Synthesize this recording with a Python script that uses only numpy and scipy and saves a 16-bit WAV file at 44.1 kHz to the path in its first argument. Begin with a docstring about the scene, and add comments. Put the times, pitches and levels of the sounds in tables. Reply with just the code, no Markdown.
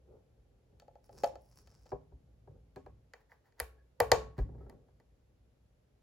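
"""The lid of a small waffle maker is lowered on a kitchen table, close to a stereo microphone in a small, quiet room.
Its hinge slips, ringing the open lid, and scrapes in gritty noise; the lid seats with a knock that rings the case.
Fingers slide over the plastic latch until it snaps over the handle, each snap a crack and a short ring.
The tipped appliance drops back on its feet and rocks; short squeaks sound, and low thumps leave the table swinging.
Behind it lie faint rumble and groan, steady air noise, single echoes and a diffuse room tail."""
import sys
import numpy as np
from scipy import signal
from scipy.fft import rfft, irfft
from scipy.io import wavfile
from scipy.ndimage import uniform_filter1d

SR = 44100
rng = np.random.default_rng(int(sys.argv[2]) if len(sys.argv) > 2 else 0)


def transcribe(signal):
    """Save signal, clipped to [-1, 1], as a 16-bit WAV file at the path in sys.argv[1]."""
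    frames = np.atleast_2d(signal).T
    limited = np.clip(frames, -1, 1)
    pcm = np.round(limited * 32767).astype(np.int16)
    wavfile.write(sys.argv[1], SR, pcm)


N = 265482
TIME, HZ = np.arange(N) / SR, np.fft.rfftfreq(N, 1 / SR)

# Event levels are set before the gain of their layer; spectrum and mode levels are relative.
# slips of the hinge: (time [s], level [dB], hardness: treble relative to the body [dB])
HINGE_SLIPS = [(0.799, -62.5, 10), (.821, -49, -18.5), (0.881, -43.5, -25), (.955, -44.5, -25.5),
               (1.093, -43, -22.5), (1.175, -58.5, -4), (1.2358, -15, -23), (1.243, -21, -12.5),
               (1.356, -37.5, -17.5), (1.674, -58.5, 2), (1.722, -62, -10), (1.858, -50.5, -21),
               (1.866, -55.5, -5.5)]
# tone shared by all slips: bass and top in dB, mid as a share of the hardness
SLIP_BASS_DB, SLIP_MID_SHARE, SLIP_TOP_DB = -26, .88, -10
# modes of the open lid: (frequency [Hz], level [dB], t60 [s], left over right [dB])
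LID_MODES = [(430, -36, 0.12, -14.5), (524, -11.5, 0.17, -1), (569, -3, 0.064, 3), (666.4, -3.5, 0.07, -7),
             (758, -16.5, 0.11, -3), (841.5, -4.5, 0.056, 9), (860, -34, 0.41, 1), (1072, -22, 0.076, 3),
             (1330, -6.5, 0.075, -4.5), (1760, -9, 0.062, -7), (2070, -2, 0.01, 2),
             (2670, -2.5, 0.012, 6.5), (3170, -3.5, 0.019, -0.5), (4534, -2, 0.027, 8),
             (5330, -6.5, 0.012, 19), (7300, -4.5, 0.01, 5)]
# bare blow on the open lid, a light plate that radiates little bass: (frequency [Hz], level [dB])
LID_CRACK_COLOUR = [(30, -16.5), (250, 16.5), (400, 6), (560, 32), (830, 32), (1000, 20.5), (2000, 20.5),
                    (2700, 17), (5000, 14.5), (12000, 19)]

# knocks that ring the shut appliance: lid seating, small knocks, the drop on the table:
# (time [s], level [dB], hardness [dB], bass relative to the body [dB])
CASE_KNOCKS = [(1.919, -27, -25.5, -15), (1.927, -26, -67, -11), (2.12, -53.5, -31.5, 7.5),
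               (2.475, -45, -28, -4), (2.761, -41.5, -1.5, 4.5), (2.769, -38, -22, -13),
               (2.863, -38.5, -16.5, -23), (4.381, -36, -9.5, 9), (4.389, -32, -10.5, -9),
               (4.885, -57, -15, -10)]
KNOCK_MID_SHARE, KNOCK_TOP_DB = 0.58, -6  # tone shared by all knocks
# modes of the shut appliance: (frequency [Hz], level [dB], t60 [s], left over right [dB])
CASE_MODES = [(264.9, -19.5, 0.41, 1), (396, -2, 0.11, 2.5), (489.2, -8.5, 0.074, -2), (588, -5, 0.05, 4.5),
              (760, -5.5, 0.047, -5.5), (969, -12.5, 0.039, 14.5), (1096, -27, 0.22, -10),
              (1270, -21, 0.08, 1), (1657, -11.5, 0.067, -1), (2370, -25.5, 0.062, -13),
              (4180, -15, 0.019, 14)]
# bare blow on the case or the latch: (frequency [Hz], level [dB])
CRACK_COLOUR = [(30, -12), (200, 34), (330, 26), (500, 27.5), (1000, 25.5), (2000, 22), (3000, 12.5),
                (5000, 11.5), (12000, 15)]
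# after the drop the appliance rocks from foot to foot, each rock a little weaker
ROCK_START_S, ROCK_PERIOD_S = 4.4895, .0583
ROCK_DB, ROCK_LOSS_DB, ROCK_HARD_DB, ROCK_BASS_DB = -48, 0.8, -25, 11.5

# clicks and snaps of the latch:
# (time [s], level [dB], then relative to it: bass [dB], upper mid [dB], treble [dB], top [dB])
LATCH_SNAPS = [(3.136, -48, -20.5, 5, -3, -12.5), (3.318, -58, -18, 9, -20.5, -30.5),
               (3.523, -79, -6, 12, 6, -6), (3.594, -50.5, -3.5, -2, -2, -12.5),
               (3.6005, -31, -12.5, 3.5, -1, 8.5), (4.0024, -13, -27.5, -7, -13.5, -8.5),
               (4.0108, -26.5, -20, -17, -25.5, -25), (4.117, -8.5, -16, -7, -6, -13.5),
               (4.697, -48.5, 7.5, -6.5, -10.5, -8), (5.0, -59.5, -0.5, -3.5, -12, -15)]
# modes of the latch and the handle it grips: (frequency [Hz], level [dB], t60 [s], left over right [dB])
LATCH_MODES = [(270.4, -7, 0.027, -6.5), (378, -22, 0.14, 2.5), (438, -20.5, 0.36, 0),
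               (477, -5.5, 0.055, 9), (640, -9, 0.056, -5), (753, -7.5, 0.062, -5), (875, -9.5, 0.028, -1),
               (912, -11.5, 0.075, 2.5), (1004, -3.5, 0.0069, 5), (1109, -30, 0.41, 1),
               (1198, -9.5, 0.029, -3), (1645, -11.5, 0.024, -5.5), (1820, -4, 0.026, -6),
               (1950, -1.5, 0.024, 2.5), (2350, -23, 0.077, -3.5), (3134, -14.5, 0.019, 7.5),
               (3820, -14.5, 0.02, 4.5), (4314, -8, .024, 7.5), (4800, -9.5, 0.017, 8.5),
               (4936, -6.5, 0.015, 10), (5620, -11.5, .015, 4), (7050, -5, 0.011, 6.5),
               (10123, 1.5, 0.0056, -0.5), (12300, -1.5, 0.0051, 0.5), (15010, -6, .003, -6.5)]
# points of a blow's tone, one bass, two body, two upper mid, two treble, one top: (frequency [Hz])
TONE_POINTS_HZ = [290, 440, 950, 1500, 2300, 3800, 7500, 10000]

# low thumps of the table under the lid, the latch and the dropping appliance:
# (time [s], level [dB], pitch [Hz], swell time [s])
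LOW_THUMPS = [(1.927, -44.5, 120.5, 0.0068), (1.935, -47, 55.6, .011), (2.125, -51.5, 67.2, 0.018),
              (2.488, -53.5, 127.4, 0.0099), (2.766, -49.5, 152.7, 0.0037), (3.608, -44, 66, 0.018),
              (4.013, -38.5, 84.2, 0.011), (4.124, -31.5, 84.8, 0.0061), (4.382, -34, 116.7, 0.0049),
              (4.394, -28, 48.6, .019), (4.425, -41, 99.3, 0.014)]
# modes of the loaded table: (frequency [Hz], level [dB], t60 [s])
TABLE_MODES = [(62.6, -49, 0.76), (109, -55, 0.32), (154, -40.5, 0.96), (284, -32, 0.89), (383.5, -29, .5)]

# the hinge scrapes in spurts as the lid comes down:
# (start [s], length [s], level [dB], fizz relative to it [dB])
HINGE_SCRAPES = [(1.025, 0.024, -75, 2), (1.1, 0.18, -76.5, 2), (1.155, 0.12, -69.5, -3),
                 (1.388, 0.19, -78.5, 2), (1.545, 0.057, -70, -2.5), (1.65, 0.25, -76.5, -5.5)]
SCRAPE_ATTACK_S, SCRAPE_RELEASE_S = .025, 0.024
# spectrum of the scraping hinge: (frequency [Hz], level [dB])
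GRIT_COLOUR = [(1000, -5.5), (2000, -13.5), (3500, -22.5), (5300, -2), (6700, -12.5), (8500, -11.5),
               (11000, -23)]
# spectrum of its fine fizz: (frequency [Hz], level [dB])
HINGE_FIZZ_COLOUR = [(6000, -33), (9000, -7.5), (10800, -2), (13000, -15), (15500, -9.5)]
# strokes of skin over plastic and of the feet over cloth: (start [s], length [s], level [dB])
SLIDING_STROKES = [(3.134, 0.077, -74.5), (3.289, 0.037, -65), (3.436, 0.041, -72.5), (3.565, 0.045, -68.5),
                   (4.365, 0.036, -61.5), (4.552, .17, -83)]
STROKE_ATTACK_S, STROKE_RELEASE_S = .025, .014
# spectrum of skin sliding over plastic, used for all strokes: (frequency [Hz], level [dB])
SKIN_COLOUR = [(400, -16), (850, 8.5), (1300, -4.5), (1900, 4.5), (2700, -21.5), (4600, -14), (8000, -23),
               (14000, -17)]
# short squeaks, one before the snaps, two as the appliance rocks:
# (time [s], pitch [Hz], level [dB], swell time [s])
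SQUEAKS = [(3.779, 1670, -72.5, 0.012), (4.605, 1306, -68, 0.0083), (4.661, 1354, -72, 0.0067)]

# hands push on the appliance: (start [s], length [s], rumble level [dB], groan level [dB])
HAND_PUSHES = [(0.055, 0.1, -63, -59.5), (0.693, 0.04, -58.5, -68), (1.079, 0.28, -61.5, -63),
               (1.45, 0.97, -67.5, -86), (2.462, 0.1, -58.5, -67), (2.753, 0.22, -61.5, -81.5),
               (3.676, 0.11, -71, -73.5), (3.984, 0.3, -50.5, -76.5)]
PUSH_ATTACK_S, PUSH_RELEASE_S = 0.062, 0.047
# the table shudders under the appliance until it comes to rest
SETTLE_START_S, SETTLE_S = 4.44, 0.3
SETTLE_RUMBLE_DB, SETTLE_FADE_DB_PER_S, SETTLE_GROAN_DB = -48, 25, -63.5
# background rumble of the room: (time [s], level [dB])
ROOM_RUMBLE = [(0, -67.5), (2.9, -65), (3.15, -71), (3.6, -71.5), (4.9, -66.5), (6.0, -69.5)]
# spectrum of the rumble: (frequency [Hz], level [dB])
TABLE_RUMBLE_COLOUR = [(20, -37.5), (40, -9), (59, 2.5), (80, -10), (120, -7), (170, -16.5), (270, -20.5),
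                       (400, -33), (800, -79)]
# spectrum of the groaning case: (frequency [Hz], level [dB])
CASE_GROAN_COLOUR = [(150, -28), (280, -8.5), (400, 4.5), (520, 2.5), (680, -11.5), (820, -6.5), (980, -23),
                     (1300, -23.5), (2500, -49)]
MURK_DB, MURK_DB_PER_S = -76.5, -1.5  # faint low-mid background: level at the start, and its drift
# spectrum of the steady air noise: (frequency [Hz], level [dB])
AIR_COLOUR = [(180, -22.5), (300, -6.5), (577, -7), (975, -17), (7300, -28.5), (9030, -36.5),
              (11000, -27.5), (15000, -43.5)]
AIR_DB = -79.5

# echoes off nearby surfaces: (delay [s], left gain [linear], right gain [linear])
NEAR_ECHOES = [(.0031, 0.023, 0.033), (.0085, 0.077, 0.17), (0.0133, -0.096, -0.058), (0.017, .14, .1),
               (.029, 0.21, 0.13)]
# reverberation time of the room: (frequency [Hz], t60 [s])
ROOM_DECAY = [(100, .5), (450, .36), (1000, .36), (2000, .34), (5000, .27), (12000, .23)]
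# spectrum of the room tail: (frequency [Hz], level [dB])
ROOM_COLOUR = [(60, -20.5), (250, -7), (500, -5.5), (800, -13), (1300, -10.5), (2000, -12), (3000, -6.5),
               (4700, -6.5), (7500, -9.5), (9000, -19), (11000, -14), (15000, -22.5)]
ROOM_WIDTH = .85  # side signal relative to mid
# phase lag of the right microphone port behind the left: (frequency [Hz], lag [rad])
PORT_LAG = [(100, 0), (400, .5), (520, -.3), (900, .7), (1300, 0), (1900, .6), (6500, 0), (9000, -3.1),
            (11300, -6.2), (13500, -9.4), (15500, -12.5)]
EDGE_HZ = 16300  # upper band limit of the recorder


def hinge_slips():
    """The hinge sticks and lets go, jolting the open lid."""
    events = [toned(*slip, SLIP_BASS_DB, SLIP_MID_SHARE, SLIP_TOP_DB) for slip in HINGE_SLIPS]
    return blows(events, LID_MODES, LID_CRACK_COLOUR, gain_db=-6, crack_db=4, spill_db=5,
                 lag_s=0.0004, rise_cycles=.4)


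def case_knocks(rock_count=5):
    """Single knocks ring the shut case, as does the even rocking that follows its drop."""
    rocks = [(ROCK_START_S + k * ROCK_PERIOD_S, ROCK_DB - k * ROCK_LOSS_DB, ROCK_HARD_DB, ROCK_BASS_DB)
             for k in range(rock_count)]
    events = [toned(*knock, KNOCK_MID_SHARE, KNOCK_TOP_DB) for knock in CASE_KNOCKS + rocks]
    return blows(events, CASE_MODES, CRACK_COLOUR, gain_db=-2.5, crack_db=-7, spill_db=0.5,
                 lag_s=.002, rise_cycles=0.5)


def latch_snaps():
    """The plastic latch clicks and snaps, ringing itself and the handle it grips."""
    return blows(LATCH_SNAPS, LATCH_MODES, CRACK_COLOUR, gain_db=0.5, crack_db=-5, spill_db=3,
                 lag_s=0.0042, rise_cycles=0.62)


def toned(s, db, hard_db, bass_db, mid_share, top_db):
    """A harder contact lifts the treble, and the upper mids by a share of that."""
    return s, db, bass_db, mid_share * hard_db, hard_db, hard_db + top_db


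def blows(events, modes, crack_colour, gain_db, crack_db, spill_db, lag_s, rise_cycles):
    """Each blow is a crack and ringing modes; returns the close sound and the click spilling into the room."""
    t = np.arange(SR // 2) / SR
    close, spill = np.zeros((2, N)), np.zeros(N)
    hz, mode_db, t60, pan_db = np.transpose(modes)
    # bending waves are dispersive: low modes arrive later and swell more slowly
    age = np.maximum(t - lag_s * hz[0] / hz[:, None], 0)
    turns = age * hz[:, None]
    swell = 1 - np.exp(-turns / rise_cycles)
    decay = np.exp(-np.log(1000) * age / t60[:, None])
    rings = np.sin(2 * np.pi * turns) * swell * decay
    sides = amp(np.array([pan_db, -pan_db]) / 2)
    bins = np.fft.rfftfreq(2048, 1 / SR)
    for s, db, bass, mid, treble, top in events:
        levels = db + np.array([bass, 0, 0, mid, mid, treble, treble, top])
        colour = list(zip(TONE_POINTS_HZ, levels))
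        crack = causal(read(colour, bins) + read(crack_colour, bins))
        mode_gains = sides * amp(mode_db + read(colour, hz))
        add(close, s, mode_gains @ rings)
        add(close, s, amp(crack_db) * crack)
        add(spill, s, amp(spill_db) * crack)
    return amp(gain_db) * close, amp(gain_db) * spill


def causal(db):
    """The sharp-fronted, minimum-phase click that has the spectrum db, kept within 80 dB of its peak."""
    log_gain = np.log(amp(np.maximum(db, db.max() - 80)))
    circle = np.concatenate([log_gain, log_gain[-2:0:-1]])
    return np.fft.ifft(np.exp(np.conj(signal.hilbert(circle)))).real


def thumps():
    """Each low thump swells, dies away and leaves the table swinging in its modes."""
    t, out = np.arange(SR) / SR, np.zeros(N)
    for s, db, hz, swell in LOW_THUMPS:
        envelope = (t / swell) ** 2 * np.exp(2 - 2 * t / swell)
        add(out, s, amp(db) * envelope * np.sin(2 * np.pi * hz * t))
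    ring = np.zeros(SR)
    for hz, db, t60 in TABLE_MODES:
        ring += amp(db) * np.sin(2 * np.pi * hz * t) * np.exp(-np.log(1000) * t / t60)
    return out + amp(-12.5) * signal.fftconvolve(out, ring)[:N]


def rubbing(grit_db=0, fizz_db=-5, skin_db=1):
    """Irregular tiny slips make the grit and fizz of the hinge, and the sliding strokes."""
    scrape, sizzle, slide = np.zeros((3, N))
    for start, length, db, bright_db in HINGE_SCRAPES:
        spurt = amp(db) * gesture(start, length, SCRAPE_ATTACK_S, SCRAPE_RELEASE_S)
        scrape += spurt
        sizzle += amp(bright_db) * spurt
    for start, length, db in SLIDING_STROKES:
        slide += amp(db) * gesture(start, length, STROKE_ATTACK_S, STROKE_RELEASE_S)
    grit = friction(scrape, GRIT_COLOUR, slips_per_s=200, spread_db=3.2, hiss=.42, lurch_db=1.8)
    fizz = friction(sizzle, HINGE_FIZZ_COLOUR, slips_per_s=300, spread_db=3.5, hiss=.45, lurch_db=1.5)
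    skin = friction(slide, SKIN_COLOUR, slips_per_s=900, spread_db=3, hiss=.6, lurch_db=1.8)
    return amp(grit_db) * grit + amp(fizz_db) * fizz + amp(skin_db) * skin


def friction(gain, colour, slips_per_s, spread_db, hiss, lurch_db):
    """Tiny slips of uneven size over a smooth hiss, under a pressure that lurches."""
    happens = rng.random(N) < slips_per_s / SR
    sizes = amp(spread_db * np.minimum(rng.exponential(1, N), 4)) * happens
    grains = evened(sizes * rng.choice([-1, 1], N)) + hiss * rng.standard_normal(N)
    pressure = evened(uniform_filter1d(rng.standard_normal(N), size=600))
    return gain * coloured(grains * amp(lurch_db * pressure), colour)


def squeaks():
    """Each squeak is a short tone of wavering pitch that swells and dies away."""
    t, out = TIME[:SR // 5], np.zeros(N)
    for s, hz, db, swell in SQUEAKS:
        waver = evened(uniform_filter1d(rng.standard_normal(len(t)), size=60))
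        phase = 2 * np.pi * np.cumsum(hz * (1 + 0.028 * waver)) / SR
        envelope = t / swell * np.exp(1 - t / swell)
        add(out, s, amp(db) * envelope * np.sin(phase))
    return out


def handling():
    """Pushes and settling make the table rumble and the case faintly groan, over the low background."""
    rumble = amp(np.interp(TIME, *np.transpose(ROOM_RUMBLE)))
    groan = amp(MURK_DB + MURK_DB_PER_S * TIME)
    # independent noises add in power, hence hypot
    for start, length, rumble_db, groan_db in HAND_PUSHES:
        push = gesture(start, length, PUSH_ATTACK_S, PUSH_RELEASE_S)
        rumble = np.hypot(rumble, amp(rumble_db) * push)
        groan = np.hypot(groan, amp(groan_db) * push)
    settle = gesture(SETTLE_START_S, SETTLE_S, attack_s=0.014, release_s=0.083)
    fade_db = SETTLE_FADE_DB_PER_S * np.maximum(TIME - SETTLE_START_S, 0)
    rumble = np.hypot(rumble, amp(SETTLE_RUMBLE_DB - fade_db) * settle)
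    groan = np.hypot(groan, amp(SETTLE_GROAN_DB) * settle)
    return rumble * noise(TABLE_RUMBLE_COLOUR, width=.14) + groan * noise(CASE_GROAN_COLOUR, width=.5)


def air():
    """Steady, wide noise of the quiet room."""
    return amp(AIR_DB) * noise(AIR_COLOUR, width=0.9)


def echoes(x, dull_hz=1500):
    """Single echoes off nearby surfaces; cloth swallows their treble."""
    dull = signal.sosfilt(signal.butter(2, dull_hz, fs=SR, output="sos"), x)
    out = np.zeros((2, N))
    for delay, left, right in NEAR_ECHOES:
        add(out, delay, dull * np.array([[left], [right]]))
    return out


def room(x, onset_s=0.0013, width=ROOM_WIDTH):
    """A diffuse stereo tail of noise that dies band by band."""
    mid, side = rng.standard_normal((2, SR))
    diffuse = np.array([mid + width * side, mid - width * side])
    hz, t, z = signal.stft(diffuse, SR, nperseg=256)
    t60 = read(ROOM_DECAY, hz)[:, None]
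    decay = np.exp(-np.log(1000) * t / t60)
    # a longer decay starts lower, so that t60 leaves the energy of a band alone
    level = amp(read(ROOM_COLOUR, hz))[:, None] * np.sqrt(np.log(1000) * 2 / (t60 * SR))
    tail = signal.istft(z * decay * level, SR, nperseg=256)[1][:, :SR]
    onset = 1 - np.exp(-(TIME[:SR] / onset_s) ** 2)
    tail = tail * onset / np.hypot(1, width)
    return signal.fftconvolve(x[None], tail, axes=1)[:, :N]


def ports(x):
    """Direct sound reaches the two microphone ports out of step."""
    lag = read(PORT_LAG, HZ)
    return irfft(rfft(x) * np.array([np.ones(len(HZ)), np.exp(-1j * lag)]), N)


def gesture(start, length, attack_s, release_s):
    """The force of a movement: linear attack, hold, exponential release."""
    age = TIME - start
    attack = np.clip(age / attack_s, 0, 1)
    return attack * np.exp(-np.clip((age - length) / release_s, 0, 20))


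def noise(colour, width):
    """Coloured stereo noise at rms 1; width is the size of the side signal."""
    mid, side = rng.standard_normal((2, N))
    return coloured(np.array([mid + width * side, mid - width * side]), colour)


def coloured(x, colour):
    """Shapes x by the spectrum colour and brings it to rms 1."""
    return evened(irfft(rfft(x) * amp(read(colour, HZ)), N))


def evened(x):
    """Brings x to rms 1."""
    return x / np.sqrt(np.mean(x ** 2) + 1e-20)


def read(points, hz):
    """A spectrum joined by straight lines on a log-frequency axis."""
    f, value = np.transpose(points)
    return np.interp(np.log(hz + 1), np.log(f + 1), value)


def amp(db):
    """Decibels to linear amplitude."""
    return 10 ** (np.asarray(db) / 20)


def add(mix, s, sound):
    """Adds sound to mix in place from time s in seconds, cut at the end of the mix."""
    part = mix[..., round(s * SR):][..., :sound.shape[-1]]
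    part += sound[..., :part.shape[-1]]


def scene():
    """Close sounds, their echoes and room tail, over the quiet of the room."""
    contacts = hinge_slips(), case_knocks(), latch_snaps()
    near, spill = (sum(parts) for parts in zip(*contacts))
    rubs = rubbing() + squeaks()
    near = near + rubs + thumps()
    room_feed = spill + amp(-9.0) * near.mean(0) + amp(3.0) * rubs
    wet = echoes(near) + room(room_feed)
    quiet = handling() + air()
    return ports(near + quiet) + wet


def record(dry):
    """The recorder's low cut at 28 Hz and its upper band limit."""
    thinned = signal.sosfilt(signal.butter(2, 28, "high", fs=SR, output="sos"), dry)
    band_limit = signal.firwin(511, EDGE_HZ, window=("kaiser", 9), fs=SR)
    return signal.oaconvolve(thinned, band_limit[None], "same")


dry = scene()
out = record(dry)
transcribe(out)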